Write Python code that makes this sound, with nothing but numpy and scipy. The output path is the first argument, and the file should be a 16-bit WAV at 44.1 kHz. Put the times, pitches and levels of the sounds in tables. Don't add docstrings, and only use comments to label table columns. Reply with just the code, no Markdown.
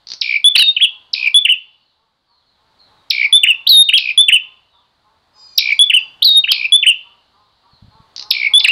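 import sys
import numpy as np
from scipy import signal
from scipy.fft import rfft, irfft, next_fast_len
from scipy.io import wavfile

SR = 44100
rng = np.random.default_rng(int(sys.argv[2]) if len(sys.argv) > 2 else 0)


def master_out(mix):
    frames = np.transpose(np.atleast_2d(mix))
    ceiling = np.clip(frames, -1, 1)
    pcm = np.round(ceiling * 32767).astype(np.int16)
    wavfile.write(sys.argv[1], SR, pcm)


N = 384111

# onset t/s, length t/s, initial floor of the pitch f/Hz, relative level/dB
TRILL_NOTES = [(.23, .152, 2385, -6.5), (1.149, .144, 2470, -6.8), (3.118, .151, 2335, -4.8),
               (3.994, .129, 2510, -8.5), (5.594, .15, 2375, -6), (6.533, .137, 2450, -9.5),
               (8.336, .15, 2320, -6)]


def from_db(db):
    return 10 ** (np.asarray(db) / 20)


def rms_one(x):
    return x / np.sqrt(np.mean(x ** 2) + 1e-20)


def seconds(length):
    return np.arange(int(length * SR)) / SR


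def along(rows, t):
    times, *columns = np.transpose(rows)
    return [np.interp(t, times, column) for column in columns]


def add(out, s, sound):
    i = max(round(s * SR), 0)
    out[i:i + len(sound)] += sound[:max(len(out) - i, 0)]


def colour(x, points):
    size = next_fast_len(len(x))
    hz, db = np.transpose(points)
    bins = np.maximum(np.arange(size // 2 + 1) * SR / size, 1)
    gain = from_db(np.interp(np.log(bins), np.log(hz), db))
    return irfft(rfft(x, size) * gain, size)[:len(x)]


def noise(points, size=N):
    return rms_one(colour(rng.standard_normal(size), points))


def waver(t, per_s):
    knots = rng.standard_normal(int(t[-1] * per_s) + 2)
    return np.interp(t * per_s, np.arange(len(knots)), knots)


def phase_of(hz):
    return 2 * np.pi * np.cumsum(hz) / SR


def envelope(t, attack, release):
    return np.clip(t / attack, 0, 1) * np.clip((t[-1] - t) / release, 0, 1)


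def low_pass(x, cutoff_hz):
    filter_sections = signal.butter(8, cutoff_hz, fs=SR, output="sos")
    return signal.sosfilt(filter_sections, x + 1e-18)


def tail(t60):
    t = seconds(.8)
    build_up = 1 - np.exp(-(t / .007) ** 2)
    echo = rng.standard_normal(len(t)) * from_db(-60 * t / t60) * build_up
    return echo / np.sqrt(np.sum(echo ** 2))


def song():
    # t/s from onset, pitch f/Hz, relative level/dB
    tick_shape = [(0, 5804, -30), (.003, 5534, -6), (.006, 4897, -2.5), (.009, 4150, 4.5),
                  (.012, 3080, -10), (.016, 2500, -16), (.02, 2309, -38)]
    # onset t/s, duration ratio, pitch ratio, relative level/dB
    tick_notes = [(.2112, .82, .963, -.5), (1.1312, .95, .99, -7), (3.1005, .9, .966, -3.5),
                  (3.9752, .85, .916, -2.5), (5.5752, 1.05, .977, -2.5), (6.5138, .8, .93, -2.5),
                  (8.3045, .88, .97, -.5), (8.594, 1.04, .896, -5), (8.631, 1.6, .9, -12),
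                  (8.671, 1.5, .92, -13)]
    # onset t/s, pitch ratio, relative hook level/dB, relative swoop level/dB
    dip_notes = [(.55, 1, -1, -6), (1.449, .994, 0, -4), (3.432, .98, -.5, -2.5), (4.282, .99, 0, -1.5),
                 (5.8962, 1, -1, -2.5), (6.8253, 1, 0, -1.5), (8.644, .92, -1, -5.5)]
    # onset t/s, pitch ratio, relative hook level/dB, relative swoop level/dB
    arch_notes = [(.764, 1, -6, -2.5), (3.888, .972, -3.5, -4.5), (6.438, .955, -7.5, -7.5)]
    ticks = sing(tick_shape, tick_notes, jitter=.04, shimmer_db=3.5)
    dips = swoops(dip_notes, hook_s=.026, delay_s=.029, rise_s=.022, fall_s=.05, crest_hz=3060)
    arches = swoops(arch_notes, hook_s=.016, delay_s=.035, rise_s=.028, fall_s=.04, crest_hz=3430)
    return ticks + trills() + whistles() + dips + arches + slurs()


def tone(hz, db, jitter, shimmer_db, octave_db=-46.5):
    t = np.arange(len(hz)) / SR
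    phase = phase_of(hz * (1 + jitter * waver(t, 600)))
    level = from_db(db + shimmer_db * waver(t, 150))
    return level * (np.sin(phase) + from_db(octave_db) * np.sin(2 * phase))


def sing(shape, notes, jitter, shimmer_db):
    out = np.zeros(N)
    for s, stretch, pitch, level_db in notes:
        t = seconds(shape[-1][0] * stretch)
        hz, db = along(shape, t / stretch)
        add(out, s, envelope(t, .001, .001) * tone(hz * pitch, db + level_db, jitter, shimmer_db))
    return out


def trills():
    rate_hz, swing_hz, sag_hz = 61.3, 2400, 130
    swell_db, swell_share = 10.5, .66
    closure_db, pulsed_share = 30, .87
    out = np.zeros(N)
    for s, length, low_hz, db in TRILL_NOTES:
        t = seconds(length)
        done = t / length
        lift = .5 - .5 * np.cos(2 * np.pi * rate_hz * t)
        hz = low_hz - sag_hz * done ** 2 + swing_hz * (1 - done ** 1.3) * lift ** 2
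        swell = swell_db * np.minimum(done / swell_share - 1, 0)
        closure = closure_db * np.maximum(np.sin(np.pi * done / pulsed_share), 0) ** .5
        voice = tone(hz, db + swell - closure * lift, jitter=.026, shimmer_db=1.8, octave_db=-25.5)
        add(out, s, envelope(t, .001, .016) * voice)
    return low_pass(out, 5450)


def whistles():
    # onset t/s, length t/s, starting pitch f/Hz, relative level/dB
    whistle_notes = [(.4424, .046, 3355, 1), (1.3431, .043, 3345, 2), (3.326, .05, 3405, 1.5),
                     (4.176, .046, 3385, 2), (5.791, .045, 3325, 2.5), (6.7212, .046, 3360, 1.5),
                     (8.536, .053, 3355, -.5)]
    rise_hz_per_s = 3800
    out = np.zeros(N)
    for s, length, start_hz, db in whistle_notes:
        t = seconds(length)
        voice = tone(start_hz + rise_hz_per_s * t, db, jitter=.001, shimmer_db=.75)
        add(out, s, envelope(t, .002, .009) * voice)
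    return out


def low_voice(hz, pitch, db):
    full_voice_hz, loss_db_per_hz = 2850, .021
    loss_db = loss_db_per_hz * np.maximum(full_voice_hz - hz, 0)
    return tone(hz * pitch, db - loss_db, jitter=.014, shimmer_db=3.2)


def swoops(notes, hook_s, delay_s, rise_s, fall_s, crest_hz):
    hook_hz, hook_fall_hz_per_s = 3300, 64000
    from_hz, to_hz = 1400, 2560
    fade_db = 3
    out = np.zeros(N)
    for s, pitch, hook_db, swoop_db in notes:
        t = seconds(hook_s)
        hook = low_voice(hook_hz - hook_fall_hz_per_s * t, pitch, hook_db)
        add(out, s, envelope(t, .003, .005) * hook)
        t = seconds(rise_s + fall_s)
        up = from_hz + (crest_hz - from_hz) * np.sin(np.pi / 2 * t / rise_s)
        down = to_hz + (crest_hz - to_hz) * np.cos(np.pi / 2 * (t - rise_s) / fall_s) ** 2
        fade = fade_db * np.maximum(t - rise_s, 0) / fall_s
        swoop = low_voice(np.where(t < rise_s, up, down), pitch, swoop_db - fade)
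        add(out, s + delay_s, envelope(t, .003, .014) * swoop)
    return out


def slurs():
    # onset t/s, length of the held part t/s, held pitch f/Hz, relative start level/dB, end level/dB
    slur_notes = [(.554, .143, 3700, -4, -18), (3.666, .142, 3690, -2, .5), (6.22, .161, 3720, -3, -10)]
    flick_s, flick_from_hz, flick_to_hz, flick_db = .013, 2700, 4400, 2.5
    delay_s, overshoot_hz, settle_s = .0235, 1120, .018
    push_db, push_before_end_s, push_width_s = 8, .028, .018
    out = np.zeros(N)
    for s, length, held_hz, start_db, end_db in slur_notes:
        t = seconds(flick_s)
        flick_hz = np.linspace(flick_from_hz, flick_to_hz, len(t))
        flick = tone(flick_hz, start_db + flick_db, jitter=.004, shimmer_db=1.1)
        add(out, s, envelope(t, .01, .003) * flick)
        t = seconds(length)
        push = push_db * np.exp(-((length - push_before_end_s - t) / push_width_s) ** 2)
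        db = np.linspace(start_db, end_db, len(t)) + push
        hz = held_hz + overshoot_hz * np.exp(-t / settle_s)
        held = tone(hz, db, jitter=.0036, shimmer_db=1.1)
        add(out, s + delay_s, envelope(t, .003, .012) * held)
    return out


def rasp():
    # f/Hz, relative level/dB
    rush_spectrum = [(1500, -39.5), (2600, -10), (3500, -2.5), (4400, -0.5), (5400, -6), (6000, -35),
                     (15000, -60.5)]
    rasp_db, fade_db = -23.5, 9.5
    out = np.zeros(N)
    for s, length, _, db in TRILL_NOTES:
        t = seconds(length)
        level = from_db(rasp_db + db - fade_db * t / length)
        add(out, s, level * envelope(t, .012, .012) * noise(rush_spectrum, size=len(t)))
    return out


def bill():
    # onset t/s, relative level/dB
    snaps = [(0.0704, -17), (.087, -17), (.102, -13), (.118, -10.5), (0.136, -10), (8.163, -12),
             (8.18, -14), (8.195, -10), (8.211, -17), (8.225, -11)]
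    # f/Hz, relative level/dB
    snap_spectrum = [(500, -32), (1500, -23), (3300, -13.5), (4200, 8), (5600, -2.5), (6500, -13),
                     (7400, -40.5), (14000, -54)]
    decay_s, ring_db, ring_s = .0018, -15.5, .009
    out, t = np.zeros(N), np.arange(SR // 20) / SR
    fade = np.exp(-t / decay_s) + from_db(ring_db) * np.exp(-t / ring_s)
    for s, db in snaps:
        add(out, s, .45 * from_db(db) * fade * noise(snap_spectrum, size=len(t)))
    return low_pass(out, 6400)


def porch(x):
    # delay t/s, relative level/dB
    reflections = [(.0043, -18), (.0094, -13)]
    # f/Hz, gain/dB
    echo_spectrum = [(100, -9.5), (1200, 5.5), (2500, -5.5), (4200, 1), (5400, 0.5), (7000, -8.5),
                     (15000, -18.5)]
    early = from_db(-8.5) * tail(.25)
    late = from_db(-21) * tail(.5559)
    response = colour(early + late, echo_spectrum)
    response[0] += 1
    for s, db in reflections:
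        add(response, s, from_db([db]))
    return signal.oaconvolve(x, response)[:N]


def wings():
    # t/s, relative level/dB
    beats = [(6.219, -55), (6.29, -44), (6.371, -53.5), (6.439, -55), (6.601, -53.5), (7.736, -46.5),
             (7.827, -37), (7.847, -38.5), (7.884, -41), (7.955, -47), (8.004, -41)]
    # f/Hz, relative level/dB
    draught_spectrum = [(30, -22), (95, 0), (180, -5), (400, -30), (1500, -70)]
    puff_s, draught_db, draught_s = .0015194, -13, .03
    out, t = np.zeros(N), seconds(.15)
    u = np.arange(-SR // 50, SR // 50) / SR / puff_s
    puff = 2 * u * np.exp(-u ** 2 / 2)
    draught = np.exp(-t / draught_s) * envelope(t, .008, .02)
    for s, db in beats:
        add(out, s - len(u) / SR / 2, from_db(db) * puff)
        add(out, s, from_db(db + draught_db) * draught * noise(draught_spectrum, size=len(t)))
    return out


def far_dog(rough=.015, pitch_spread=.08):
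    # t/s from onset, pitch f/Hz, relative level/dB
    bark_shape = [(0, 182.3, -14), (.04, 203.4, 6.5), (.1, 215.7, 1.5), (.16, 204, -4.5), (.23, 180, -25)]
    # f/Hz, gain/dB
    bark_spectrum = [(250, -24), (550, -13), (700, -20), (860, 1.5), (1050, 1), (1270, -4.5), (1500, -19.5),
                     (2500, -31.5)]
    # first bark t/s, number of barks, time between barks t/s
    bark_bouts = [(.85, 2, .3), (1.62, 7, .31), (4.38, 5, .31), (5.9, 3, .29), (7.0, 6, .293)]
    # t/s, relative level/dB
    bark_loudness = [(.85, -62), (1.15, -59), (1.65, -71.5), (2.5, -68.5), (3.15, -56.5), (5, -62.5),
                     (5.6, -56), (7.6, -60), (8.3, -47.5)]
    # onset t/s, length t/s, starting pitch f/Hz, ending pitch f/Hz, relative level/dB
    long_whine = (.72, .7, 1035, 990, -59)
    t = seconds(bark_shape[-1][0])
    hz, db = along(bark_shape, t)
    out = np.zeros(N)
    for first, count, period in bark_bouts:
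        for s in first + period * np.arange(count):
            pitch = 1 + pitch_spread * rng.uniform(-1, 1) + rough * waver(t, 200)
            phase = phase_of(hz * pitch)
            voice = colour(sum(np.cos(k * phase) for k in range(2, 8)), bark_spectrum)
            add(out, s, from_db(along(bark_loudness, s)[0] + db) * rms_one(voice))
    s, length, start_hz, end_hz, db = long_whine
    t = seconds(length)
    whine = tone(np.linspace(start_hz, end_hz, len(t)), db, jitter=.02, shimmer_db=3)
    add(out, s, envelope(t, .12, .2) * whine)
    return signal.oaconvolve(out, tail(.4))[:N]


def far_birds(yard_t60=.48, direct_db=-2):
    # t/s from onset, pitch f/Hz, relative level/dB
    chirp_shape = [(0, 4706, -13), (.04, 4400, 7), (.085, 4069, 0.5), (.125, 3100, -9.5),
                   (.15, 2800, -26.5)]
    # onset t/s, duration ratio, pitch ratio, relative level/dB
    chirp_notes = [(1.79, 1.3, .984, -69), (2.26, 1.5, .99, -65), (2.42, 1.3, .973, -69),
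                   (2.769, 1.1, .96, -57), (2.92, 1.2, .905, -64), (4.68, 1.4, .85, -62),
                   (7.68, 1.2, .968, -62.5), (7.86, 1.3, .974, -65)]
    # t/s, level/dB
    twitter_level = [(0, -63), (1.8, -66), (2.15, -73), (2.7, -65), (5.2, -68), (7.2, -63.5), (8.71, -62)]
    # f/Hz, relative level/dB
    twitter_spectrum = [(2000, -36.5), (3000, -10), (4000, -3.5), (4600, -5.5), (5500, -25), (7000, -41.5)]
    calls = far_cry() + sing(chirp_shape, chirp_notes, jitter=.028, shimmer_db=4.5)
    echo = signal.oaconvolve(calls, tail(yard_t60))[:N]
    twitter = from_db(along(twitter_level, np.arange(N) / SR)[0]) * noise(twitter_spectrum)
    return from_db(direct_db) * calls + echo + twitter


def far_cry(jitter=.0073, quaver_db=5):
    # onset t/s, length t/s, starting pitch f/Hz, ending pitch f/Hz, relative level/dB
    cry_notes = [(5.33, .28, 625, 597, -49), (5.66, .135, 577, 599, -45.5), (5.95, .09, 598, 590, -50)]
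    # multiple of the pitch, relative level/dB
    cry_partials = [(4, -19), (5, -24), (6, -16), (7, -4), (8, 5.5), (9, -17), (10, -12), (11, -25),
                    (12, -18)]
    fade_s = .06
    out = np.zeros(N)
    for s, length, start_hz, end_hz, db in cry_notes:
        t = seconds(length)
        glide_hz = np.linspace(start_hz, end_hz, len(t))
        phase = phase_of(glide_hz * (1 + jitter * waver(t, 100)))
        voice = np.zeros(len(t))
        for k, partial_db in cry_partials:
            voice += from_db(partial_db + quaver_db * waver(t, 29)) * np.sin(k * phase)
        add(out, s, from_db(db) * envelope(t, fade_s, fade_s) * voice)
    return out


def outdoor_air():
    # f/Hz, relative level/dB
    air_spectrum = [(20, -12.5), (45, -7), (70, -3), (100, -5), (200, -9.5), (400, -12), (900, -6),
                    (1500, -11.5), (3000, -21), (6000, -28.5), (11000, -36), (15000, -43)]
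    # t/s, level/dB
    air_loudness = [(0, -62.5), (1.3, -61.5), (1.7, -69), (2.3, -70), (2.9, -57.5), (4.2, -59.5),
                    (4.75, -65.5), (6.3, -55), (7.5, -64.5), (8.71, -51.5)]
    return from_db(along(air_loudness, np.arange(N) / SR)[0]) * noise(air_spectrum)


def scene():
    bird = porch(song() + rasp() + bill())
    return (bird + wings() + far_dog() + far_birds() + outdoor_air())[None]


def record(dry):
    clip_top, hardness, cutoff_hz = .69486, 20., 15700
    clipped = dry / (1 + np.abs(dry / clip_top) ** hardness) ** (1 / hardness)
    top_cut = signal.ellip(10, .1, 80, cutoff_hz, fs=SR, output="sos")
    return signal.sosfilt(top_cut, clipped)


dry = scene()
out = record(dry)
master_out(out)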